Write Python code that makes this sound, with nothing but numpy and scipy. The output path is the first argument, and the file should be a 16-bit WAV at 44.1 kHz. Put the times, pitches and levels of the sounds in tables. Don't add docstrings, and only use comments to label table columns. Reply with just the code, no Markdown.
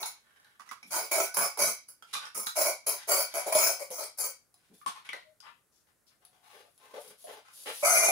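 import sys
import numpy as np
from scipy import signal
from scipy.fft import rfft, irfft, next_fast_len
from scipy.io import wavfile
from scipy.ndimage import uniform_filter1d

SR = 44100
rng = np.random.default_rng(int(sys.argv[2]) if len(sys.argv) > 2 else 0)


def persist_wave(psi):
    counts = np.round(np.clip(psi, -1, 1) * 32767).astype(np.int16)
    wavfile.write(sys.argv[1], SR, np.atleast_2d(counts).T)


N = 357651
FRAME = 2 ** 14
HZ = np.fft.rfftfreq(FRAME, 1 / SR)
TIME = np.arange(FRAME) / SR


def amp(db):
    return 10 ** (np.asarray(db) / 20)


def unit(x):
    return x / np.sqrt(np.mean(x ** 2) + 1e-20)


def along(points, hz):
    point_hz, value = np.transpose(points)
    return np.interp(np.log(hz + 1), np.log(point_hz + 1), value)


def resonance(hz, width_hz):
    detuning = (HZ ** 2 - hz ** 2) / (HZ * width_hz + 1)
    return 1 / (1 + detuning ** 2) ** 2


# start in seconds, rise in seconds (at least 1 ms),
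# length in seconds, pitch of the hollow in Hz, knock of the bowl in dB, rattle of the pellets in dB.
SHOVES = [(0, 0.0046, 0.016, 710, -46.5, -39), (0.058, .001, 0.0017, 780, -61.5, -30.5),
          (0.903, 0.038, 0.061, 930, -36.5, -26), (0.974, 0.0074, 0.079, 880, -46.5, -39.5),
          (1.111, 0.0081, 0.12, 640, -32, -27.5), (1.34, 0.0037, 0.012, 975, -53.5, -35.5),
          (1.367, 0.0037, 0.084, 1150, -37, -27), (1.571, 0.0022, 0.016, 500, -37.5, -38),
          (1.588, 0.0064, 0.11, 600, -38, -28), (1.882, 0.0022, 0.011, 500, -64, -45),
          (2.344, 0.0055, 0.085, 1230, -55, -37.5), (2.46, 0.0032, 0.0068, 1236, -66.5, -34),
          (2.553, .024, 0.14, 620, -34, -28.5), (2.862, 0.0064, 0.064, 1034, -42, -30.5),
          (3.071, 0.049, .15, 625, -34.5, -25.5), (3.337, 0.0044, 0.066, 700, -37.5, -35.5),
          (3.455, 0.0076, 0.056, 614, -39, -41), (3.52, .005, 0.038, 630, -32.5, -29),
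          (3.551, 0.0016, .16, 645, -33.5, -27.5), (3.789, 0.0087, 0.038, 555, -42.5, -42),
          (3.905, .003, 0.098, 700, -54.5, -43.5), (3.977, 0.015, 0.061, 626, -39, -36),
          (4.171, 0.027, 0.1, 512, -46, -32.5), (7.823, 0.0073, 0.024, 622, -29, -37.5),
          (7.846, 0.0032, 0.15, 678, -32, -24), (8.002, 0.0031, 0.17, 630, -32.5, -27)]
PUPPY_FROM_S = 4.6
# pitch in Hz, width in Hz before broadening,
# level in dB before the overall steel level.
DOG_BOWL_MODES = [(1487, 13, -5.5), (2282, 69, -9), (3157, 64, -17.5), (3930, 35, -13), (4587, 190, -7),
                  (5212, 160, -2.5), (6044, 154, -4.5), (6190, 500, -10), (6850, 110, -6), (7220, 37, -20),
                  (7400, 30, -1.5), (8317, 35, 1), (9440, 62, -11), (10600, 18, -3.5), (10440, 180, -0.5),
                  (11085, 320, -1.5), (13300, 60, -13), (11900, 150, -7), (13800, 61, -2.5),
                  (14700, 52, -2), (15200, 32, 7.5), (15700, 57, -6.5)]
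PUPPY_BOWL_MODES = [(1216, 44, 2), (2090, 26, 3.5), (2374, 8.3, 9.5), (4580, 200, -7), (5400, 120, -3),
                    (5950, 170, -7), (6170, 96, 3), (7050, 34, -2), (8070, 280, -5), (8200, 200, -7),
                    (10600, 160, -18), (10730, 41, -7), (11080, 82, 1)]
# frequency in Hz, relative level in dB per Hz.
PELLET_COLOUR = [(60, -39.5), (150, -19), (270, -20), (360, -12), (500, -1.5), (900, -4.5), (1500, -9.5),
                 (1800, -23.5), (2250, -6), (2800, -21.5), (4000, -20.5), (4700, -13), (6400, -4),
                 (8000, -10), (10800, 5), (13300, -12), (15000, -12)]
GAP_HZ, GAP_WIDTH_HZ, GAP_DB_PER_S = 3300, 3000, 1


def kibble(shoves, modes, steel_db, hollow_db, hollow_width_hz, rate, spread_db, sag_db, settle_s):
    track = np.zeros((2, N))
    steel = np.array([amp(db + steel_db) ** 2 * resonance(hz, 1.7 * width) for hz, width, db in modes])
    pellets = amp(along(PELLET_COLOUR, HZ)) ** 2
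    for s, rise, length, hollow_hz, knock_db, rattle_db in shoves:
        mode_balance = amp(2 * rng.standard_normal(len(steel))) ** 2
        ring = mode_balance @ steel
        eaten_s = s - shoves[0][0]
        gap = amp(-GAP_DB_PER_S * eaten_s * resonance(GAP_HZ, GAP_WIDTH_HZ)) ** 2
        hollow = amp(hollow_db) ** 2 * resonance(hollow_hz, hollow_width_hz)
        power = gap * pellets * (1 + hollow) + ring
        avalanche = impacts(rate, spread_db) * clumps(per_s=110, depth_db=4.5)
        force = avalanche * stroke(rise, length, sag_db, settle_s)
        levels_db = shove_levels(hollow_hz, knock_db, rattle_db, eaten_s)
        add(track, s, sounding(force, power, levels_db))
    return track


THUD_BELOW_KNOCK_DB = 27
OPEN_HOLLOW_HZ = 600
CLATTER_DB, CLATTER_DB_PER_OCTAVE = -1.5, 3.5
THINNING_DB_PER_S = 1.3


def shove_levels(hollow_hz, knock_db, rattle_db, eaten_s):
    opening_db = CLATTER_DB_PER_OCTAVE * np.log2(hollow_hz / OPEN_HOLLOW_HZ)
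    clatter_db = (knock_db + rattle_db) / 2 + CLATTER_DB + opening_db - THINNING_DB_PER_S * eaten_s
    return np.array([knock_db - THUD_BELOW_KNOCK_DB, knock_db, clatter_db, rattle_db])


def impacts(rate, spread_db):
    chance, size, mid, side = rng.random((4, FRAME))
    blows = (chance < rate / SR) * amp(spread_db * size)
    return unit(blows * np.sign(np.array([mid, side]) - .5))


def clumps(per_s, depth_db):
    knots = np.arange(0, FRAME / SR, 1 / per_s)
    gain_db = depth_db * np.interp(TIME, knots, rng.uniform(-1, 1, len(knots)))
    return unit(amp(gain_db))


def stroke(rise, length, sag_db, settle_s):
    push = np.minimum(TIME / max(rise, 1e-3), 1) * amp(sag_db * (.5 - np.minimum(TIME / length, 1)))
    return push * np.exp(-np.maximum(TIME - length, 0) / settle_s)


def shifting(x, depth_db):
    bins = signal.stft(x, nperseg=512, noverlap=256)[2]
    field = rng.standard_normal(bins.shape[1:])
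    field = uniform_filter1d(field, size=4, axis=0)
    field = uniform_filter1d(field, size=6, axis=1)
    gain = unit(amp(depth_db * np.clip(unit(field), -2, 2)))
    return signal.istft(bins * gain, nperseg=512, noverlap=256)[1][:, :N]


SPLIT_HZ = (280, 850, 3000)


def registers():
    below = [1 / (1 + (HZ / hz) ** 10) for hz in SPLIT_HZ]
    return np.diff([np.zeros_like(HZ), *below, np.ones_like(HZ)], axis=0)


REGISTERS = registers()
# frequency in Hz, side minus mid in dB.
WIDTH = [(60, 3.5), (160, -20), (380, -11.5), (700, -6.5), (1300, 0.5), (2400, 0), (4400, 0.5),
         (8100, -1.5), (11000, -10.5), (15000, -9.5)]
MID_SIDE = np.array([np.ones_like(HZ), amp(along(WIDTH, HZ))])


def sounding(force, power, levels_db):
    knots = np.arange(0, SR / 2, 130)
    ripple = amp(2.2 * np.interp(HZ, knots, rng.standard_normal(len(knots))))
    parts = REGISTERS * power * ripple ** 2
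    gain = np.sqrt((amp(levels_db) ** 2 / parts.mean(axis=1)) @ parts)
    return irfft(rfft(force) * causal(gain) * MID_SIDE)


def causal(gain):
    cepstrum = irfft(np.log(np.maximum(gain, 1e-6)))
    cepstrum[1:FRAME // 2] *= 2
    cepstrum[FRAME // 2 + 1:] = 0
    return np.exp(rfft(cepstrum))


# start in seconds, length in seconds, pitch of the mouth in Hz, level in dB,
# treble in dB against that level.
CHEWS = [(0.048, 0.13, 806, -67, -27), (0.196, 0.37, 1670, -68.5, -8.5), (2.05, 0.23, 2330, -65.5, 4.5),
         (2.129, 0.016, 1270, -41, 4.5), (2.188, 0.081, 1420, -49.5, -11), (2.967, 0.072, 1830, -55, 0),
         (3.251, 0.42, 1770, -58, 2.5), (4.555, 0.21, 2166, -77.5, -0.5), (4.87, 0.02, 980, -42.5, -1),
         (4.947, .045, 1040, -50, -9.5), (5.046, 0.025, 2230, -53, -5.5), (5.153, 0.032, 1085, -56.5, -6),
         (5.424, 0.068, 1100, -52.5, -18.5), (5.866, 0.037, 1780, -75, -6), (6.095, 0.04, 1820, -75, -11.5),
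         (7.442, 0.075, 1320, -59, -5.5)]
# start in seconds, low resonance in Hz,
# high resonance in Hz, level in dB, treble in dB against that level.
CRACKS = [(.029, 920, 4100, -28.5, 0), (.06, 2170, 6800, -40.5, 5), (0.446, 1630, 3890, -56.5, -0.5),
          (.69, 2030, 5800, -47, 2), (0.829, 2370, 5500, -46.5, 0), (2.024, 1340, 3150, -44.5, -2.5),
          (2.152, 1190, 2400, -29, -8), (2.165, 1230, 3640, -34, 3), (2.254, 1390, 5500, -51, 10.5),
          (2.469, 1300, 3980, -31, 3), (3.088, 1020, 10400, -34, 3.5), (4.814, 1200, 4650, -48.5, -25),
          (4.862, 1116, 8540, -28.5, -5.5), (5.09, 2220, 3320, -34.5, -7), (5.131, 1960, 4060, -34.5, -4.5),
          (5.403, 1456, 5150, -62.5, 17)]
# thud, knock and clatter in dB against its level; the rattle is the treble of each row.
CHEW_DB = (-32.5, -20.5, -2)
CRACK_DB = (-25, -18, 0.5)
LIPS_HZ = 13800
CRACK_T60_S = .03


def mouths():
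    chews = [(s, rub(length, db, (*CHEW_DB, treble_db), hz, high_hz=3300, rise_share=0.24))
             for s, length, hz, db, treble_db in CHEWS]
    cracks = [(s, tap(db, (*CRACK_DB, treble_db), low_hz, high_hz, CRACK_T60_S))
              for s, low_hz, high_hz, db, treble_db in CRACKS]
    return filtered(played(chews + cracks), lambda hz: 1 / (1 + (hz / LIPS_HZ) ** 8))


# start in seconds, length in seconds, pitch in Hz, level in dB,
# grit in dB added to clatter and rattle.
SCUFFS = [(5.132, 0.018, 660, -40, -15), (6.204, 0.058, 740, -71.5, -3), (6.302, 0.12, 700, -81.5, 6.5),
          (6.425, 0.099, 750, -76.5, 13), (6.519, 0.088, 476, -56.5, -3), (6.619, 0.063, 596, -62.5, -9),
          (6.781, .16, 1010, -65.5, 2.5), (6.931, 0.056, 583, -42.5, -13), (7.025, 0.11, 460, -58.5, -6),
          (7.263, 0.075, 565, -48, -6.5), (7.33, 0.065, 705, -56.5, -3.5), (7.653, 0.059, 450, -41, -0.5)]
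# start in seconds, length in seconds, pitch of the hiss in Hz, level in dB.
RUSTLES = [(0.851, 0.39, 10100, -62.5), (4.731, 0.094, 10900, -69), (5.716, 0.098, 6200, -80),
           (6.064, 0.03, 4970, -71.5), (6.417, 0.44, 10800, -78.5), (6.854, .1, 10800, -91),
           (6.987, .12, 10850, -59.5), (7.173, 0.16, 11000, -63.5), (7.506, 0.44, 10300, -56.5),
           (7.725, 0.092, 10300, -48.5)]
# start in seconds, length in seconds, level in dB.
THUMPS = [(0.821, 0.2, -72.5), (1.366, 0.08, -56), (1.604, 0.1, -55), (2.352, 0.06, -63.5),
          (4.695, 0.054, -64.5), (4.858, 0.032, -65), (7.07, .05, -72)]
# start in seconds, pitch in Hz, level in dB.
KNOCKS = [(3.549, 634, -21.5), (3.904, 513, -37), (7.241, 630, -45.5), (8.083, 714, -26)]
# start in seconds, level in dB.
TICKS = [(4.542, -50), (6.251, -46), (6.778, -51)]
# thud, knock, clatter and rattle in dB against its level.
SCUFF_DB = (-35, -2.5, -1, -4)
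RUSTLE_DB = (-35, -24, -17.5, 4)
THUMP_DB = (6, -10, -30.5, -37.5)
KNOCK_DB = (-24.5, 4.5, -21.5, -1.5)
TICK_DB = (-32, -39, -12.5, 1.5)


def movements():
    upper = np.array([0, 0, 1, 1])
    scuffs = [(s, rub(length, db, SCUFF_DB + grit_db * upper, hz, high_hz=3230, rise_share=.22))
              for s, length, hz, db, grit_db in SCUFFS]
    rustles = [(s, rub(length, db, RUSTLE_DB, low_hz=560, high_hz=hz, rise_share=.1, high_db=7, high_share=0.52))
               for s, length, hz, db in RUSTLES]
    thumps = [(s, rub(length, db, THUMP_DB, low_hz=165, high_hz=3400, rise_share=0.067, low_db=-1))
              for s, length, db in THUMPS]
    knocks = [(s, tap(db, KNOCK_DB, hz, high_hz=10500, click_t60=0.073)) for s, hz, db in KNOCKS]
    ticks = [(s, tap(db, TICK_DB, low_hz=727, high_hz=10200, click_t60=0.016)) for s, db in TICKS]
    return played(scuffs + rustles + thumps + knocks + ticks)


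# start in seconds, length in seconds, level in dB.
SCRAPES = [(0.593, 0.031, -59), (0.658, 0.034, -65.5), (0.711, 0.019, -50)]
# thud, knock, clatter and rattle in dB against that level.
SCRAPE_DB = (-19, -20.5, 4, -2.5)
SCRAPE_LEAN_DB = -7.5


def scrapes():
    track = played([(s, rub(length, db, SCRAPE_DB, low_hz=1207, high_hz=5700, rise_share=0.15))
                    for s, length, db in SCRAPES])
    return left_right(room(track, wet_db=-5.5)) * lean(SCRAPE_LEAN_DB)


def rub(length, db, colour_db, low_hz, high_hz, rise_share, low_db=7.5, high_db=2, high_share=0.94):
    grains = impacts(rate=2700, spread_db=14.5) * clumps(per_s=90, depth_db=4.5)
    force = grains * stroke(rise_share * length, length, sag_db=2, settle_s=0.0098)
    body = soft_body(low_hz, high_hz, low_db, high_db, low_share=0.4, high_share=high_share)
    return sounding(force, body, np.add(db, colour_db))


def tap(db, colour_db, low_hz, high_hz, click_t60):
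    force = rng.standard_normal((2, FRAME)) * amp(-60 * TIME / click_t60)
    body = soft_body(low_hz, high_hz, low_db=19, high_db=14.5, low_share=0.13, high_share=0.12)
    return sounding(force, body, np.add(db, colour_db))


# frequency in Hz, relative level in dB per Hz.
SOFT_COLOUR = [(60, -30), (110, -19.5), (190, 0), (300, -6.5), (480, 2.5), (1200, -3), (2500, -9),
               (5000, -9), (8300, -13), (10800, -6.5), (13300, -19), (15500, -14)]


def soft_body(low_hz, high_hz, low_db, high_db, low_share, high_share):
    low = amp(low_db) ** 2 * resonance(low_hz, low_share * low_hz)
    high = amp(high_db) ** 2 * resonance(high_hz, high_share * high_hz)
    return amp(along(SOFT_COLOUR, HZ)) ** 2 * (1 + low + high)


# start in seconds, length of the whole swell in seconds, pitch in Hz, level in dB.
TONES = [(5.244, 0.089, 621, -65), (6.197, 0.69, 733, -73.5)]


def tones(waver):
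    track = np.zeros((2, N))
    knots = np.linspace(0, TIME[-1], 24)
    for s, length, hz, db in TONES:
        pitch = hz * (1 + waver * np.interp(TIME, knots, rng.standard_normal(24)))
        swell = np.sqrt(np.abs(np.sin(np.pi * np.minimum(TIME / length, 1))))
        tone = np.sqrt(2) * swell * np.sin(2 * np.pi * np.cumsum(pitch) / SR)
        add(track, s, amp(db) * tone * np.array([[1], [.4]]))
    return track


# frequency in Hz, time to fall by 60 dB in seconds.
ROOM = [(200, 0.032), (550, 0.2), (1400, 0.25), (3700, 0.34), (9700, 0.21), (15000, 0.15)]


def room(x, wet_db):
    hz, t, noise = signal.stft(rng.standard_normal((2, FRAME)), SR, nperseg=256)
    decay = amp(-60 * t / along(ROOM, hz)[:, None])
    tail = signal.istft(noise * decay, SR, nperseg=256)[1]
    tail = np.pad(tail / np.linalg.norm(tail[0]), ((0, 0), (SR // 400, 0)))
    wet = signal.oaconvolve(x, tail, axes=1)[:, :N]
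    return (x + amp(wet_db) * wet) / np.hypot(1, amp(wet_db))


# frequency in Hz, relative level in dB per Hz.
QUIET_COLOUR = [(15, -44.5), (25, -10), (114, 2), (354, -4), (439, -3), (962, -8), (1480, -6.5),
                (3160, -19), (10700, -9), (13200, -14), (16000, -17)]
QUIET_DB = -75


def still_air():
    noise = filtered(rng.standard_normal((2, N)), lambda hz: amp(along(QUIET_COLOUR, hz)))
    return left_right(amp(QUIET_DB) * unit(noise) * amp([[0], [-4]]))


def filtered(x, response):
    size = next_fast_len(N + FRAME, True)
    return irfft(rfft(x, size) * response(np.fft.rfftfreq(size, 1 / SR)), size)[..., :N]


def left_right(mid_side):
    mid, side = mid_side
    return np.array([mid + side, mid - side])


def lean(db):
    return amp(db * np.array([[.5], [-.5]]))


def add(track, s, sound):
    part = track[:, max(round(s * SR), 0):][:, :sound.shape[1]]
    part += sound[:, :part.shape[1]]


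def played(sounds):
    track = np.zeros((2, N))
    for s, sound in sounds:
        add(track, s, sound)
    return track


# time in seconds, left minus right in dB.
PLACE = [(0, -1), (2.5, -2), (2.901, 1), (5.262, 2.5), (5.419, 8.5), (6.1, 7), (7.2, 3), (8.11, 1.5)]
# frequency in Hz, left minus right in dB.
BOWL_LEAN = [(200, 0.5), (700, 0.5), (1300, -4), (2400, -2.5), (4400, 0), (8100, 3.5), (15000, -1.5)]


def scene():
    dog_shoves = [row for row in SHOVES if row[0] < PUPPY_FROM_S]
    puppy_shoves = [row for row in SHOVES if row[0] >= PUPPY_FROM_S]
    dog = kibble(dog_shoves, DOG_BOWL_MODES, steel_db=5.5, hollow_db=7.5, hollow_width_hz=140,
                 rate=1300, spread_db=10.5, sag_db=5.5, settle_s=0.017)
    puppy = kibble(puppy_shoves, PUPPY_BOWL_MODES, steel_db=3.5, hollow_db=16.5, hollow_width_hz=100,
                   rate=1900, spread_db=6.0, sag_db=1.0, settle_s=0.0082)
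    eating = left_right(room(shifting(dog + puppy, depth_db=3.6), wet_db=0))
    above_bass = lambda hz: 1 - 1 / (1 + (hz / 125) ** 6)
    bowls = filtered(eating, lambda hz: above_bass(hz) * lean(along(BOWL_LEAN, hz)))
    small = left_right(room(mouths() + movements() + tones(waver=0.018), wet_db=0))
    place_db = np.interp(np.arange(N) / SR, *np.transpose(PLACE))
    return (bowls + small) * lean(place_db) + scrapes() + still_air()


TOP_HZ = 15800


def record(dry):
    rounded = dry / (1 + (dry / .38) ** 4) ** .25
    return filtered(rounded, lambda hz: np.clip((TOP_HZ - hz) / 200 + .5, 0, 1))


dry = scene()
out = record(dry)
persist_wave(out)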